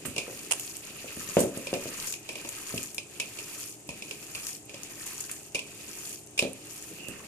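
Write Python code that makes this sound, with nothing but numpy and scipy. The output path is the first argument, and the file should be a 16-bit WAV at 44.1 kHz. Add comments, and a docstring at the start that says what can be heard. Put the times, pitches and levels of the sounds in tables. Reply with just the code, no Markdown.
"""Wet meat crackles and squelches with each squeeze; a plastic bowl rocks, ticks, scuffs and thumps.
Two hands knead raw meat and grated cheese in this bowl on a stone counter; an appliance hums nearby.
Tiny fading tones make the tearing and bursting; short noise bursts, filters and fading tones make the blows.
Filtered noise makes the scuffs and the fan, and sine waves the hum. The small room answers the blows.
The two ports of a close hand-held microphone each ring at their own pitches."""
import sys
import numpy as np
from scipy import signal
from scipy.fft import rfft, irfft, next_fast_len
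from scipy.io import wavfile
from scipy.ndimage import map_coordinates

SR = 44100
rng = np.random.default_rng(int(sys.argv[2]) if len(sys.argv) > 2 else 0)


def inscribe(sig):
    """Save sig as 16-bit PCM at rate SR to the path in sys.argv[1].

    A 1-D sig is mono; a 2-D sig holds one channel per row.
    Samples are clipped to [-1, 1] before scaling.
    """
    pcm = np.round(np.clip(np.atleast_2d(sig).T, -1, 1) * 32767)
    wavfile.write(sys.argv[1], SR, pcm.astype(np.int16))


N = 320607  # length [samples]
TOP_HZ = 14700  # upper limit of the sound [Hz]

# tone colour of a dull thud: (frequency [Hz], relative level [dB])
THUD_COLOUR = [(30, -44), (70, -10.5), (130, -3), (260, -2), (380, 1), (540, 0), (650, -2), (800, -16),
               (1300, -25.5), (2200, -27.5), (5000, -39.5), (12000, -67)]
# tone colour of tearing wet films: (frequency [Hz], relative level [dB])
CRACKLE_COLOUR = [(1000, -39.5), (2400, -5.5), (3800, -10), (5200, -3.5), (7000, -0.5), (10000, 2.5),
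                  (13000, 2), (15000, 1.5)]


def amp(db):
    """Turn decibels into a gain."""
    return 10 ** (np.asarray(db) / 20)


def unit(x):
    """Scale to an average strength (rms) of 1."""
    return x / np.sqrt(np.mean(x ** 2) + 1e-20)


def unit_energy(x):
    """Scale each channel to a total energy of 1."""
    return x / np.sqrt(np.sum(x ** 2, axis=-1, keepdims=True) + 1e-20)


def along(points, hz):
    """Read a value between (Hz, value) points, on a logarithmic pitch axis."""
    f, v = np.transpose(points)
    return np.interp(np.log(hz + 1), np.log(f + 1), v)


def wobble(rate):
    """Draw a smooth random curve through this many random points a second."""
    position = np.arange(N) * rate / SR
    coarse = position[::32]
    knots = rng.standard_normal(int(N * rate / SR) + 4)
    return np.interp(position, coarse, map_coordinates(knots, [coarse]))


def coloured(x, spectrum, size=2048):
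    """Filter x to a (Hz, dB) shape, without any sound ahead of its cause."""
    log_gain = np.log(amp(along(spectrum, np.fft.rfftfreq(size, 1 / SR))))
    cepstrum = irfft(log_gain)
    # folding the cepstrum forward gives a minimum-phase filter
    cepstrum[1:size // 2] *= 2
    cepstrum[size // 2 + 1:] = 0
    response = irfft(np.exp(rfft(cepstrum)))
    return signal.fftconvolve(x, response[None], axes=1)[:, :x.shape[1]]


def spread(pair):
    """Mix two unrelated signals into left and right: most alike in the bass, unrelated in the high treble."""
    # how alike left and right are: (frequency [Hz], likeness [0 to 1])
    likeness = [(40, 0.42), (200, 0.82), (550, 0.71), (1100, 0.53), (2500, 0.51), (5000, 0)]
    length = pair.shape[1]
    m = next_fast_len(length)
    turn = np.arccos(np.clip(along(likeness, np.fft.rfftfreq(m, 1 / SR)), -1, 1)) / 2
    mid, side = irfft(rfft(pair, m) * [np.cos(turn), np.sin(turn)], m)[:, :length]
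    return np.array([mid + side, mid - side])


def noise(length):
    """White noise as the two ports hear it."""
    return spread(rng.standard_normal((2, length)))


def room_tail():
    """A fresh answer of the kitchen: noise in which each frequency dies at its own speed."""
    # how long the kitchen rings: (frequency [Hz], time to fade by 60 dB [s])
    fade_times = [(100, 0.28), (500, 0.31), (2500, .27), (8000, 0.23), (15000, 0.19)]
    hz, t, z = signal.stft(noise(SR // 2), SR, nperseg=256)
    fade = amp(-60 * t / along(fade_times, hz)[:, None])
    tail = signal.istft(z * fade, SR, nperseg=256)[1][:, :SR // 2]
    return tail * (1 - np.exp(-np.arange(SR // 2) / SR / 0.0014))  # soft start


def contact(t60, rough_db=7):
    """A rough contact: noise with uneven tiny catches that fades by 60 dB in t60 seconds."""
    t = np.arange(SR // 8) / SR
    catches = np.interp(t, np.arange(125) / 1000, rng.standard_normal(125))
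    level_db = rough_db * np.clip(catches, -1, 1) - 60 * t / t60
    return noise(len(t)) * amp(level_db) * (1 - np.exp(-t / 0.00065))


def add(track, s, sound):
    """Mix a sound in at time s [s]."""
    start = max(round(s * SR), 0)
    track[:, start:start + sound.shape[1]] += sound[:, :N - start]


def blow(push, spectrum, echo_db):
    """A push sounds a body; the room answers in the same colour."""
    sound = amp(echo_db) * unit_energy(coloured(room_tail(), spectrum))
    add(sound, 0, unit_energy(coloured(push, spectrum)))
    return sound


def ring(modes):
    """A struck body rings in fading tones, at new strengths for each blow."""
    t = np.arange(SR // 2) / SR
    # random spread of strength [dB] and of pitch [fraction]
    chance = rng.standard_normal((len(modes), 2)) * [2.5, .005]
    sound = 0
    for (hz, db, t60), (gain_db, detune) in zip(modes, chance):
        fade = amp(db + gain_db - 60 * t / t60)
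        sound = sound + fade * np.sin(2 * np.pi * hz * (1 + detune) * t)
    return unit_energy(sound * (1 - np.exp(-t / 0.0012)))


def grains(rate, centre_hz, scatter, cycles, size_db, size=128):
    """Tiny bursting films: fading tones of random pitch and size that reach the two ports unequally."""
    # rate: bursts a second; scatter: octaves either way; size: length of each in samples
    draw = rng.random((int(rate * N / SR), 6))
    hz = np.minimum(centre_hz * 2 ** (scatter * (2 * draw[:, 1:2] - 1)), TOP_HZ)
    strength = amp(size_db * np.minimum(-np.log(1 - draw[:, 2:3]), np.log(60)))
    phase = hz * np.arange(size) / SR  # in cycles
    shape = strength * np.sin(2 * np.pi * phase) * np.exp(-phase / cycles)
    start = (draw[:, :1] * N).astype(int) + np.arange(size)
    lag = ((draw[:, 3:4] - .5) * SR * .0005).astype(int)  # right port up to 0.25 ms early or late
    left_shape = shape * (.5 + draw[:, 4:5])
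    right_shape = shape * (.5 + draw[:, 5:6])
    left = np.bincount(start.ravel(), left_shape.ravel(), N)[:N]
    right = np.bincount(np.abs(start + lag).ravel(), right_shape.ravel(), N)[:N]
    return unit(np.array([left, right]))


def in_bowl(x, t60, wet_db):
    """Quick reflections between the bowl's walls and the hands thicken the sound."""
    reflections = signal.fftconvolve(x, unit_energy(contact(t60)), axes=1)[:, :N]
    return unit(x + amp(wet_db) * reflections)


def panned(sound, pan_db):
    """Make the left louder than the right by pan_db."""
    return sound * amp(pan_db * np.array([[.5], [-.5]]))


def squeezing(column, growth_db, lead_s):
    """Level [dB] of one squeeze sound: it changes steadily from grip to peak, then falls ever faster."""
    # one row per squeeze of the hands; the levels are relative:
    # (grip [s], tightest [s], release length [s], crackle [dB], squelch [dB], bowl scuff [dB], dull rub [dB])
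    squeeze_rows = [(0.0, 0.337, 0.63, -46, -58, -54, -47.5), (0.493, 0.62, 0.31, -43, -61, -55, -51.5),
                    (0.878, 1.373, 0.22, -39.5, -52.5, -49.5, -50.5),
                    (1.56, 2.09, 0.12, -38.5, -49, -50.5, -48),
                    (2.296, 2.782, 0.26, -40, -52.5, -52, -51.5),
                    (3.165, 3.635, 0.19, -40, -55.5, -53, -53), (3.96, 4.517, 0.14, -41, -56.5, -54.5, -52),
                    (4.776, 5.09, 0.59, -42, -54.5, -54, -51),
                    (5.707, 6.117, 0.15, -40.5, -57, -54.5, -50.5),
                    (6.553, 6.73, 0.54, -45.5, -62, -56.5, -54), (6.917, 7.225, 0.24, -53, -56, -57.5, -47)]
    grip_length_s = 0.14  # length of the fade-in ahead of the grip, and least time from grip to peak
    release_db = 26.5  # fall below the squeeze's level over one release length
    rest_db = -72.5  # the meat settles faintly between squeezes (relative level)
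    t = np.arange(0, N, 64) / SR
    power = amp(rest_db) ** 2
    for grip_s, tightest_s, release_s, *levels_db in squeeze_rows:
        peak_s = max(tightest_s - lead_s, grip_s + grip_length_s)
        slack = np.clip((peak_s - t) / (peak_s - grip_s), 0, 1)  # 1 at the grip, 0 at the peak
        before = np.maximum(grip_s - t, 0) / grip_length_s
        after = np.maximum(t - peak_s, 0) / release_s
        level_db = levels_db[column] - growth_db * slack - release_db * (before + after) ** 2
        power = power + amp(level_db) ** 2
    return np.interp(np.arange(N) / SR, t, 10 * np.log10(power))


def appliance():
    """Steady fan noise with slightly unsteady hum tones."""
    # hum tones: (frequency [Hz], relative level [dB])
    hum_tones = [(118.4, -63.5), (156.1, -64.5), (215.3, -63.5), (296.1, -62), (355.3, -64.5), (414.5, -61)]
    # colour of the fan noise: (frequency [Hz], relative level [dB])
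    fan_colour = [(25, -52), (55, -7), (120, 0), (220, -21.5), (310, 3.5), (410, -6.5), (520, -8.5),
                  (750, -7.5), (1300, -23.5), (4000, -23), (8000, -10.5), (15000, -30)]
    t = np.arange(N) / SR
    hum = 0
    for hz, db in hum_tones:
        strength = amp(db + 0.57 * wobble(2.85))
        hum = hum + strength * np.sin(2 * np.pi * hz * t + 0.28 * wobble(7.0))
    fan = unit(coloured(noise(N), fan_colour))
    return amp(-0.5) * hum + amp(-54) * fan


def kneading():
    """Wet films tear in clumps over a smooth smear; trapped air squelches in small pockets."""
    # colour of the squelch: (frequency [Hz], relative level [dB])
    squelch_colour = [(400, -0.5), (800, -12.5), (1200, -3.5), (2000, -1), (3200, -6.5), (6000, -29)]
    crackle_db = squeezing(column=0, growth_db=12, lead_s=0.016)
    squelch_db = squeezing(column=1, growth_db=9, lead_s=0.062)
    clumps_db = 1.3 * wobble(55)
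    smear = amp(-3)
    tearing = grains(rate=1900, centre_hz=8200, scatter=1, cycles=1.6, size_db=3.7)
    films = in_bowl(tearing, t60=.02, wet_db=-4)
    crackle = unit(coloured(films + smear * noise(N), CRACKLE_COLOUR))
    bursting = grains(rate=1100, centre_hz=1500, scatter=1, cycles=2.5, size_db=2.7, size=400)
    pockets = in_bowl(bursting, t60=.025, wet_db=-2)
    squelch = unit(coloured(pockets + smear * noise(N), squelch_colour))
    return crackle * amp(crackle_db + clumps_db) + squelch * amp(squelch_db + clumps_db + 2.0)


def pressing():
    """The lump shifts under the hands in soft, dull pats, most as they take hold."""
    rub_db = squeezing(column=3, growth_db=-3.5, lead_s=0.0)
    pats = grains(rate=260, centre_hz=350, scatter=1.2, cycles=1.2, size_db=2, size=1200)
    return unit(coloured(pats + noise(N), THUD_COLOUR)) * amp(rub_db - 9)


def scuffing():
    """While the hands push, the foot of the bowl sticks and slips: noise coloured by the thin wall."""
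    # colour of the scuff: (frequency [Hz], relative level [dB])
    scuff_colour = [(1500, -22), (2150, -11.5), (2480, -5.5), (2720, -9.5), (3200, -13), (5000, -9),
                    (9000, -51)]
    scuff_db = squeezing(column=2, growth_db=0.5, lead_s=0.028)
    return unit(coloured(noise(N), scuff_colour)) * amp(scuff_db + 2.5 * wobble(60) - 3.5)


def smacks():
    """Single films of meat let go of the fingers at random, also between squeezes."""
    films = grains(rate=22, centre_hz=9000, scatter=.7, cycles=2, size_db=3.5)
    return amp(-61.5) * unit(coloured(in_bowl(films, t60=0.023, wet_db=-7.5), CRACKLE_COLOUR))


def pops():
    """Air pockets pop and sticky meat peels off: wet snaps around their own pitch, longer ones with more energy."""
    # the loudest snaps:
    # (time [s], relative level [dB], centre pitch [Hz], 60 dB fade time [s], left minus right [dB])
    pop_rows = [(0.05, -32, 1370, 0.1, -6), (0.057, -31, 9400, 0.21, -7.5),
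                (0.596, -17.5, 8900, 0.0097, -1), (0.7666, -24, 8300, 0.0076, -9),
                (1.392, -19.5, 8200, 0.029, -5), (1.403, -17, 8600, 0.047, -4.5),
                (1.574, -23, 9100, 0.008, -6.5), (2, -19, 5000, 0.0037, -1), (2.072, -26.5, 7500, 0.064, 4),
                (2.1241, -17.5, 6900, 0.0091, 2.5), (2.4907, -17, 9800, 0.0057, 4),
                (2.83, -17.5, 8400, 0.0047, 0), (2.9455, -22.5, 10800, 0.012, 7),
                (4.375, -39, 1500, 0.052, 12), (4.468, -20.5, 6850, .014, 1), (4.833, -23.5, 6800, 0.01, 0),
                (5.06, -32.5, 7400, 0.091, -4), (5.204, -21, 8250, 0.021, 1.5),
                (5.294, -34.5, 1890, 0.053, 6), (5.313, -23.5, 9200, 0.037, -2),
                (6.424, -22, 4370, 0.019, -7), (7.0843, -26, 8300, 0.0057, -19.5)]
    # colour of a wet snap: (multiple of its centre pitch [ratio], relative level [dB])
    snap_colour = [(.08, -14), (.45, -14), (.9, 2), (1.5, -3.5), (3, -10.5)]
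    out = np.zeros((2, N))
    for s, db, hz, t60, pan_db in pop_rows:
        colour = [(hz * ratio, level) for ratio, level in snap_colour]
        life = max(t60, .002)
        snap = panned(blow(contact(life), colour, echo_db=-2.5), pan_db)
        add(out, s, amp(db + 28.5) * np.sqrt(life) * snap)
    return out


def thumps():
    """One soft push through the meat into bowl and counter; they and the room boom after it."""
    # pushes: (time [s], relative level [dB], bass weight [dB])
    thump_rows = [(0.054, -31.5, 12.5), (0.082, -30, 30), (0.28, -32, -15), (1.044, -35.5, -6),
                  (1.172, -33, 18), (1.289, -38.5, 11), (1.369, -8, -3.5), (1.394, -33, -9),
                  (1.438, -19, -0.5), (1.573, -28, 6), (1.73, -19, -5), (1.857, -28, 1),
                  (2.741, -26.5, 12.5), (3.89, -35, 22), (6.425, -20.5, -1), (6.451, -25.5, 0),
                  (7.086, -32.5, 16.5)]
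    # tones of the loaded bowl on the counter: (frequency [Hz], relative level [dB], 60 dB fade time [s])
    boom_modes = [(196.3, -6, 0.52), (241, -4, 0.39), (267, 0, 0.41), (373.6, -0.5, 0.41), (454, -18, 0.68),
                  (517, -0.5, 0.29), (570, -3, 0.44)]
    out = np.zeros((2, N))
    push = np.tile(signal.unit_impulse(SR // 8), (2, 1))
    for s, db, weight_db in thump_rows:
        # a slow, heavy push favours the bass, in the thud and in the modes
        def bass_db(hz):
            return weight_db / (1 + (hz / 290) ** 4)

        colour = [(hz, level + bass_db(hz)) for hz, level in THUD_COLOUR]
        modes = [(hz, level + bass_db(hz), t60) for hz, level, t60 in boom_modes]
        thud = blow(push, colour, echo_db=1.0)
        boom = amp(-2.5) * ring(modes)
        add(out, s, amp(db + 17.0) * (thud + boom))
    return out


def taps():
    """The hard foot of the bowl ticks on stone: its wall rings, with a hollow knock under it."""
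    # ticks: (time [s], relative level [dB], hollow knock relative to the tick [dB])
    tap_rows = [(0.163, -24.5, -10.5), (0.18, -17.5, -12.5), (1.669, -26, -8), (1.7372, -23, -12),
                (2.137, -26.5, -22), (2.2898, -26, -9.5), (2.354, -29.5, -9), (2.378, -36, -6),
                (2.4471, -34, 0), (2.7774, -24, -26), (2.9805, -20.5, -24), (3.1992, -16.5, -20.5),
                (3.3869, -28, -15), (3.8898, -27.5, -10), (4.0217, -29.5, -13), (4.1098, -27, -15),
                (4.3492, -25, -19), (4.693, -36, -11), (4.742, -32.5, -8), (5.5464, -21.5, -10),
                (5.5507, -19, -17.5), (5.59, -24, -17), (6.377, -21.5, -20), (6.3905, -10.5, -19.5)]
    # colour of the tick: (frequency [Hz], relative level [dB])
    tick_colour = [(700, -18), (1400, -26), (1950, -21), (2450, 4), (2750, -9), (3200, -9.5), (4000, -9.5),
                   (5000, -8), (7000, -12.5), (9500, -10.5), (12000, -20), (15000, -37)]
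    # colour of the hollow knock: (frequency [Hz], relative level [dB])
    knock_colour = [(50, -7), (130, 2.5), (580, 13.5), (800, -2), (1000, 5), (1400, -19), (3000, -73)]
    # tones of the bowl's thin wall: (frequency [Hz], relative level [dB], 60 dB fade time [s])
    wall_modes = [(2530, -18, 0.21), (2749, 12, 0.028), (5320, 11, 0.063)]
    out = np.zeros((2, N))
    for s, db, knock_db in tap_rows:
        # a tap that knocks hollow also sounds the room more
        tick = blow(contact(t60=0.021), tick_colour, echo_db=2.5 + 0.29 * knock_db)
        wall = amp(-6.5) * ring(wall_modes)
        knock = blow(contact(t60=0.026), knock_colour, echo_db=1.5)
        add(out, s, amp(db + 12.0) * (tick + wall))
        add(out, s, amp(db + knock_db + 17.5) * knock)
    return out


def clacks():
    """The bowl is knocked hard and rattles: sharp knocks in quick succession, louder on the right."""
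    # knocks: (time [s], relative level [dB])
    clack_rows = [(0.5092, -20.5), (0.5124, -16.5), (0.5198, -13.5), (0.534, -24)]
    # colour of a knock: (frequency [Hz], relative level [dB])
    clack_colour = [(100, -47), (500, 4), (950, 5.5), (1400, -1), (2800, 1.5), (4000, -2), (6000, 5.5),
                    (8500, 7), (10000, 11), (12500, -8), (15000, -6)]
    out = np.zeros((2, N))
    for s, db in clack_rows:
        strike = contact(t60=.018)
        add(out, s, amp(db + 14.5) * blow(strike, clack_colour, echo_db=-9.5))
    return panned(out, pan_db=-5)


def rasps():
    """The bowl drags with a whistling rub: a narrow band of noise swells and fades."""
    # drags: (loudest moment [s], half length [s], pitch [Hz], level at the loudest moment [dB])
    rasp_rows = [(7.07, 0.085, 2710, -53.5)]
    t = np.arange(N) / SR
    out = np.zeros((2, N))
    for middle_s, width_s, hz, db in rasp_rows:
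        band_filter = signal.butter(2, [hz * .94, hz * 1.06], "bandpass", fs=SR, output="sos")
        band = unit(signal.sosfilt(band_filter, noise(N)))
        out += amp(db) * band * np.exp(-((t - middle_s) / width_s) ** 2)
    return out


def scene():
    """Meat and bowl over the hum of the kitchen."""
    meat = kneading() + pressing() + smacks() + pops()
    bowl = scuffing() + thumps() + taps() + clacks() + rasps()
    return appliance() + meat + bowl


def record(dry):
    """The sound reaches the left port first; each port adds its own resonances, up to the band limit."""
    # colour of the left port: (frequency [Hz], gain [dB])
    left_colour = [(400, 1.5), (1400, 3), (2450, 4), (3100, 4), (3900, 1.5), (5000, 2.5), (6100, 5.5),
                   (6850, 11), (7700, 3), (9200, -1), (12000, 0.5), (15000, -3.5)]
    # colour of the right port: (frequency [Hz], gain [dB])
    right_colour = [(400, 1.5), (1400, 0), (2200, 2), (2700, 12.5), (3400, 6), (4500, 0.5), (6900, -2.5),
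                    (7700, 3), (8500, 6.5), (10000, 2.5), (12000, 2), (15000, -3.5)]
    ports = np.vstack([coloured(dry[:1], left_colour), coloured(dry[1:], right_colour)])
    m = next_fast_len(N + SR // 2)
    hz = np.fft.rfftfreq(m, 1 / SR)
    lead_s = .00011 * np.array([[.5], [-.5]])  # left early, right late
    lead = np.exp(2j * np.pi * hz * lead_s)
    low_pass = 1 / (1 + (hz / TOP_HZ) ** 140)
    return irfft(rfft(ports, m) * lead * low_pass, m)[:, :N]


dry = scene()
out = record(dry)
inscribe(out)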